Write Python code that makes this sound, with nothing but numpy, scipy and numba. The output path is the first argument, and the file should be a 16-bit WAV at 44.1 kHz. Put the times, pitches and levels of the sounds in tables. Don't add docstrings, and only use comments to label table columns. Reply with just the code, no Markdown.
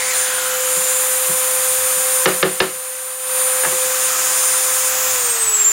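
import sys
import numpy as np
from scipy import signal
from scipy.fft import rfft, irfft, next_fast_len
from scipy.io import wavfile
from scipy.ndimage import uniform_filter1d, minimum_filter1d, map_coordinates
from numba import njit

SR = 44100
rng = np.random.default_rng(int(sys.argv[2]) if len(sys.argv) > 2 else 0)


def wav_record(signal):
    frames = np.transpose(np.atleast_2d(signal))
    bounded = np.clip(frames, -1, 1)
    quanta = np.round(bounded * 32767).astype(np.int16)
    wavfile.write(sys.argv[1], SR, quanta)


N = 252247
TIME = np.arange(N) / SR
FREE_HZ, FAN_BLADES, SWITCH_OFF_S = 515.4, 18, 5.11


def motor(wander=0.000276, overtone_db=-25, hum_power=4.4, weak_power=5):
    # t/s, level/dB
    hum_curve = [(0.03, -31.5), (0.34, -31), (0.62, -25.5), (0.85, -28.5), (2.2, -27.5), (3.4, -27.5),
                 (3.868, -26.5), (4.156, -33.5), (5.1, -30.5)]
    # multiple of shaft speed, level/dB
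    orders = [(1.5, -44.5), (2, -41.5), (3, -42), (4.5, -61), (7, -46.5), (8, -50), (14, -40), (16, -43)]
    speed = shaft_speed()
    angle = 2 * np.pi * np.cumsum(FREE_HZ * speed * (1 + wander * drift(9.4))) / SR
    hum = from_db(in_time(hum_curve)[0] + 0.6 * drift(27)) * speed ** hum_power * np.sin(angle)
    blade_angle = FAN_BLADES * angle + 0.055 * drift(250)
    flutter_db = 0.57 * drift(150) + drift(14)
    blade_tone = np.sin(blade_angle) + from_db(overtone_db) * np.sin(2 * blade_angle)
    whine = whine_gain(speed) * from_db(flutter_db) * blade_tone
    weak = sum(from_db(db + 3 * drift(22)) * np.sin(k * angle + 0.21 * drift(13)) for k, db in orders)
    return np.sqrt(2) * (hum + whine + weak * speed ** weak_power)


def shaft_speed(cold_lag_hz=3.2, warm_up_s=1.3, coast_s=2.38):
    powered = 1 - cold_lag_hz / FREE_HZ * np.exp(-(TIME / warm_up_s) ** 2)
    return powered * np.exp(-np.maximum(TIME - SWITCH_OFF_S, 0) / coast_s)


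def whine_gain(speed, coast_db=-25.5, rise_db_per_khz=6, echo_ms=4.923, echo_db=-9.5, dropout_db=-11):
    # t/s, level/dB
    whine_curve = [(0.02, -25.5), (0.09, -24), (0.13, -26), (0.16, -19.5), (0.59, -28), (0.7, -22.5),
                   (2.2, -20.5), (3.4, -19), (3.504, -19), (3.986, -25.5), (4.058, -19.5), (4.152, -28.5),
                   (4.366, -19), (4.886, -22.5), (4.942, -35), (5.1, -35)]
    # t/s, length/s
    dropouts = [(.127, .012), (.32, 0.011), (.42, .02), (0.518, .015), (.58, .012), (5.17, 0.0094),
                (5.37, .016), (5.642, .009)]
    free_khz = FAN_BLADES * FREE_HZ / 1000
    notches = abs(1 + from_db(echo_db) * np.exp(2j * np.pi * free_khz * speed * echo_ms))
    coasting = notches * from_db(coast_db + rise_db_per_khz * free_khz * (1 - speed))
    powered = from_db(in_time(whine_curve)[0])
    gain = uniform_filter1d(np.where(TIME < SWITCH_OFF_S, powered, coasting), size=441)
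    return gain * from_db(dropout_db * sum(swell(s, length) for s, length in dropouts))


def cooling_air(flicker_db=0.5, low_power=1.2, treble_power=2.5):
    # f/Hz, density/(dB per Hz)
    rush_spectrum = [(30, -94.5), (150, -78), (300, -76), (620, -67.5), (1000, -62), (1500, -61.5),
                     (2200, -62.5), (3500, -65), (4350, -67), (5000, -66), (5700, -66), (8600, -61.5),
                     (11400, -61), (12350, -59.5), (13300, -62), (15500, -62)]
    # f/Hz, width/Hz, level/dB
    housing_modes = [(1310, 39, -44), (1645, 36, -46.5), (1849, 140, -44.5), (2507, 210, -45),
                     (4913, 570, -43.5), (6690, 1200, -29), (7206, 900, -26.5), (7730, 330, -35.5)]
    # t/s, level/dB
    rush_curve = [(0, -1.5), (.17, 2.5), (.33, -2.5), (1.2, -2.2), (2.2, -1.5), (3.45, -4), (4.3, 4),
                  (4.6, 1.3), (5.1, 2)]
    # t/s, level/dB
    hiss_curve = [(0.02, -36), (0.15, -30.5), (0.36, -32), (0.47, -29), (1.15, -24.5), (2.16, -25.5),
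                  (2.2, -25), (3.4, -26.5), (4.156, -28), (4.796, -26), (5.1, -28.5)]
    # f/Hz, share of rush swing, share of hiss swing, offset/dB
    bands = [(4550, 0.19, -0.15, 0), (5000, 1, -0.04, -.6), (7440, 0.75, 0.13, -1), (9900, 0, 0.74, -0.2),
             (13000, 0, 1, -0.9), (14500, 0.46, 0.44, -2)]
    size, speed = next_fast_len(N), shaft_speed()
    hz = np.arange(size // 2 + 1) * SR / size + 1
    points_hz, levels_db = np.transpose(rush_spectrum)
    density = from_db(np.interp(np.log(hz), np.log(points_hz), levels_db))
    rush = rfft(rng.standard_normal(size)) * np.sqrt(SR / 2) * density
    housing = rfft(sum(from_db(db) * narrow_noise(f, width) for f, width, db in housing_modes), size)
    band_index = np.interp(hz, np.transpose(bands)[0], np.arange(len(bands)))
    rush_db, hiss_db = swing(rush_curve), swing(hiss_curve)
    out = vent_flares()
    for k, (_, rush_share, hiss_share, db) in enumerate(bands):
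        crossfade = np.maximum(1 - abs(band_index - k), 0)
        band = irfft((rush + housing) * crossfade, size)[:N]
        gain = from_db(db + rush_share * rush_db + hiss_share * hiss_db + flicker_db * drift(20))
        out += gain * speed ** (treble_power if k else low_power) * band
    return out + speed ** low_power * hollow_air()


def vent_flares():
    # t/s, length/s, f/Hz, width/Hz, level/dB
    flares = [(.62, 0.14, 3030, 200, -38), (0.878, 0.26, 7260, 745, -23), (4.167, .05, 1300, 160, -28),
              (5.08, 0.24, 14900, 1600, -27), (5.15, 0.24, 7000, 700, -28)]
    return sum(from_db(db) * swell(s, length) * narrow_noise(hz, width)
               for s, length, hz, width, db in flares)


def hollow_air(width_hz=310, upper_ratio=2.15, upper_db=-8):
    # t/s, f/Hz, level/dB
    hollow_curve = [(0, 2150, -30), (.11, 2150, -28.5), (.17, 1600, -32), (.48, 1450, -30.5),
                    (.62, 1380, -36), (1.1, 1164, -38), (5.1, 1190, -36)]
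    hz, db = in_time(hollow_curve)
    lower = narrow_noise(hz, width_hz)
    upper = from_db(upper_db) * narrow_noise(upper_ratio * hz, width_hz)
    return from_db(db) * (lower + upper)


def squeaks():
    # t/s, length/s, f/Hz, peak/dB
    tones = [(.15, 0.038, 4110, -30.5), (5.39, 0.011, 8020, -24), (5.585, 0.026, 6780, -26),
             (5.649, 0.0073, 6970, -12), (5.65, 0.0063, 7250, -9.5)]
    return sum(from_db(db) * swell(s, length) * np.sin(2 * np.pi * hz * TIME)
               for s, length, hz, db in tones)


def knocks(clatter_db=-5, clatter_s=0.0066, pipe_db=2, pipe_rise_s=0.001, tail_db=3):
    # t/s, strength/dB, clack/dB, thud/dB, contact cut-off/Hz, place along pipe (0-1)
    blows = [(2.2571, 4.5, 1, 1.5, 5360, 0.22), (2.4275, 7.5, -1, 2, 4970, 0.23),
             (2.6023, 8, 0.5, -2, 5530, 0.26), (3.634, -27, 12.5, -10, 2503, 0.2),
             (3.6468, -10, 1, -16, 2410, 0.23), (3.719, -20, -5, -3, 2560, 0.28),
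             (3.844, -20, -4, -10, 2495, 0.15)]
    # f/Hz, level/dB, t60/s
    pipe_modes = [(1276, -12, 0.028), (1664, -5.5, 0.038), (1760, -3, 0.039), (1800, -13, 0.08),
                  (2150, -14.5, 0.04), (2700, -24, .08), (2883, -13.5, 0.074), (3700, -23, 0.1),
                  (5050, -27, 0.095)]
    out, t = np.zeros(N), np.arange(SR // 2) / SR
    for s, db, clack_db, thud_db, contact_hz, place in blows:
        clatter = butter(rng.standard_normal(len(t)), [480, 5800], "band")
        clatter *= from_db(clatter_db) / clatter.std() * np.exp(-(t / clatter_s) ** 2)
        pipe = from_db(pipe_db) * struck(pipe_modes, t, place, pipe_rise_s)
        clack = clatter + pipe + from_db(tail_db) * bench_tail(t)
        knock = from_db(clack_db) * clack + from_db(thud_db) * board(t, place)
        add(out, s, from_db(db) * butter(knock, contact_hz, "low", order=4))
    return out


def pats(contact_hz=230, place=0.28, tail_db=8.5, damping_s=0.15):
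    # t/s, strength/dB
    touches = [(.762, -14), (1.286, -7.5), (1.305, -20), (1.964, -18), (3.664, -12)]
    out, t = np.zeros(N), np.arange(SR // 2) / SR
    for s, db in touches:
        thump = butter(board(t, place) + from_db(tail_db) * bench_tail(t), contact_hz, "low", order=4)
        add(out, s, from_db(db) * thump * np.exp(-t / damping_s))
    return out


def board(t, place):
    # f/Hz, level/dB, t60/s
    board_modes = [(152.4, -26.5, 0.19), (186, -20, 0.26), (328, -15.5, 0.22), (376, -7.5, 0.2),
                   (464, -16.5, 0.18), (532, -5.5, 0.074), (608, -21.5, 0.13), (736, -26, 0.13),
                   (966, -10, 0.037)]
    return struck(board_modes, t, place, rise_s=0.0047)


def bench_tail(t):
    # f/Hz, density/(dB per Hz), t60/s
    ringing = [(60, -69, 0.65), (251, -54, 0.25), (500, -53, 0.38), (970, -40.5, 0.074), (1750, -54, 0.39),
               (3200, -60, 0.36), (5060, -66.5, 0.49), (7000, -67, .1)]
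    points_hz, levels_db, t60s = np.transpose(ringing)
    edges_hz, out = 50 * 2 ** (np.arange(16) / 2), 0
    for low, high in zip(edges_hz, edges_hz[1:]):
        db, t60 = (np.interp(np.log(low * high) / 2, np.log(points_hz), c) for c in (levels_db, t60s))
        band = butter(rng.standard_normal(len(t)), [low, high], "band")
        out += band / band.std() * np.sqrt(high - low) * from_db(db - 60 * t / t60)
    return out


def puff(start_s=2.603, length_s=0.003, drive_db=-11, band_hz=(62, 130)):
    age = np.maximum(TIME - start_s, 0) / length_s
    return from_db(drive_db) * butter(age * np.exp(1 - age) + 1e-18, band_hz, "band")


def reflected(x, echo_db=-18):
    # delay/ms, level/dB
    reflections = [(.58, -24.5), (0.792, -29), (1.95, -37.5), (3.0, -29.5), (3.88, -49)]
    # t/s, delay/ms
    echo_path = [(0, 5.1), (.4, 5.6), (1.2, 6.2), (2.1, 5.3), (3, 5), (3.9, 5.8), (5.72, 6)]
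    near = sum(from_db(db) * delayed(x, ms) for ms, db in reflections)
    return x + near + from_db(echo_db) * delayed(x, in_time(echo_path)[0])


def rumble(floor_db=-60.5):
    # t/s, length/s, level/dB
    swells = [(1.8, .2, -55), (5.25, 0.22, -54)]
    gain = from_db(floor_db) + sum(from_db(db) * swell(s, length) for s, length, db in swells)
    return gain * narrow_noise(hz=97, width_hz=17)


def struck(modes, t, place, rise_s, depth_db=4):
    out = 0
    for k, (hz, db, t60) in enumerate(modes):
        place_db = depth_db * np.cos(2 * np.pi * k * place)
        out += (-1) ** k * from_db(db + place_db - 60 * t / t60) * np.sin(2 * np.pi * hz * t)
    return (1 - np.exp(-t / rise_s)) * out


def narrow_noise(hz, width_hz):
    phase = 2 * np.pi * np.cumsum(hz * np.ones(N)) / SR
    return drift(width_hz / 2) * np.cos(phase) + drift(width_hz / 2) * np.sin(phase)


def drift(hz):
    slow = butter(rng.standard_normal(N + SR), hz, "low")[SR:]
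    return slow / slow.std()


def butter(x, hz, kind, order=2):
    return signal.sosfilt(signal.butter(order, np.minimum(hz, SR * .49), kind, fs=SR, output="sos"), x)


def delayed(x, ms):
    return map_coordinates(x, [np.arange(N) - ms * SR / 1000], order=3)


def swell(s, length_s):
    return np.exp(-((TIME - s) / length_s) ** 2)


def in_time(rows):
    s, *columns = np.transpose(rows)
    return [np.interp(TIME, s, c) for c in columns]


def swing(rows):
    db, = in_time(rows)
    return db - db.mean()


def from_db(db):
    return 10 ** (np.asarray(db) / 20)


def add(out, s, sound):
    start = round(s * SR)
    out[start:start + len(sound)] += sound[:N - start]


@njit
def held_cut(over_db, attack_s, hold_s, release_db_per_s):
    out, cut_db, waited_s = np.zeros(len(over_db)), 0.0, 0.0
    for i in range(len(over_db)):
        waited_s += 1 / SR
        if over_db[i] > cut_db:
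            cut_db += (over_db[i] - cut_db) / (attack_s * SR)
            waited_s = 0.0
        elif waited_s > hold_s:
            cut_db = max(cut_db - release_db_per_s / SR, 0.0)
        out[i] = cut_db
    return out


def scene(wall_db=-14, wall_ms=31, wall_cutoff_hz=1000):
    blows = knocks() + pats()
    wall_echo = from_db(wall_db) * butter(delayed(blows, wall_ms), wall_cutoff_hz, "low")
    background = rumble()
    tool = motor() + squeaks() + reflected(cooling_air())
    return np.tile(tool + blows + puff() + wall_echo + background, (2, 1))


def record(dry, ceiling_db=-0.7, limiter_db_per_s=260, cutoff_hz=15750):
    peak = -minimum_filter1d(-abs(dry[0]), size=265)
    over_db = np.maximum(20 * np.log10(peak + 1e-9) - ceiling_db, 0)
    slow_db = held_cut(over_db, attack_s=0.026, hold_s=0.58, release_db_per_s=48)
    fast_db = np.maximum.accumulate(over_db + limiter_db_per_s * TIME) - limiter_db_per_s * TIME
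    cut_db = uniform_filter1d(np.maximum(fast_db, slow_db), size=88)
    top_cut = signal.ellip(12, .1, 90, cutoff_hz, fs=SR, output="sos")
    return signal.sosfilt(top_cut, dry * from_db(-cut_db))


dry = scene()
out = record(dry)
wav_record(out)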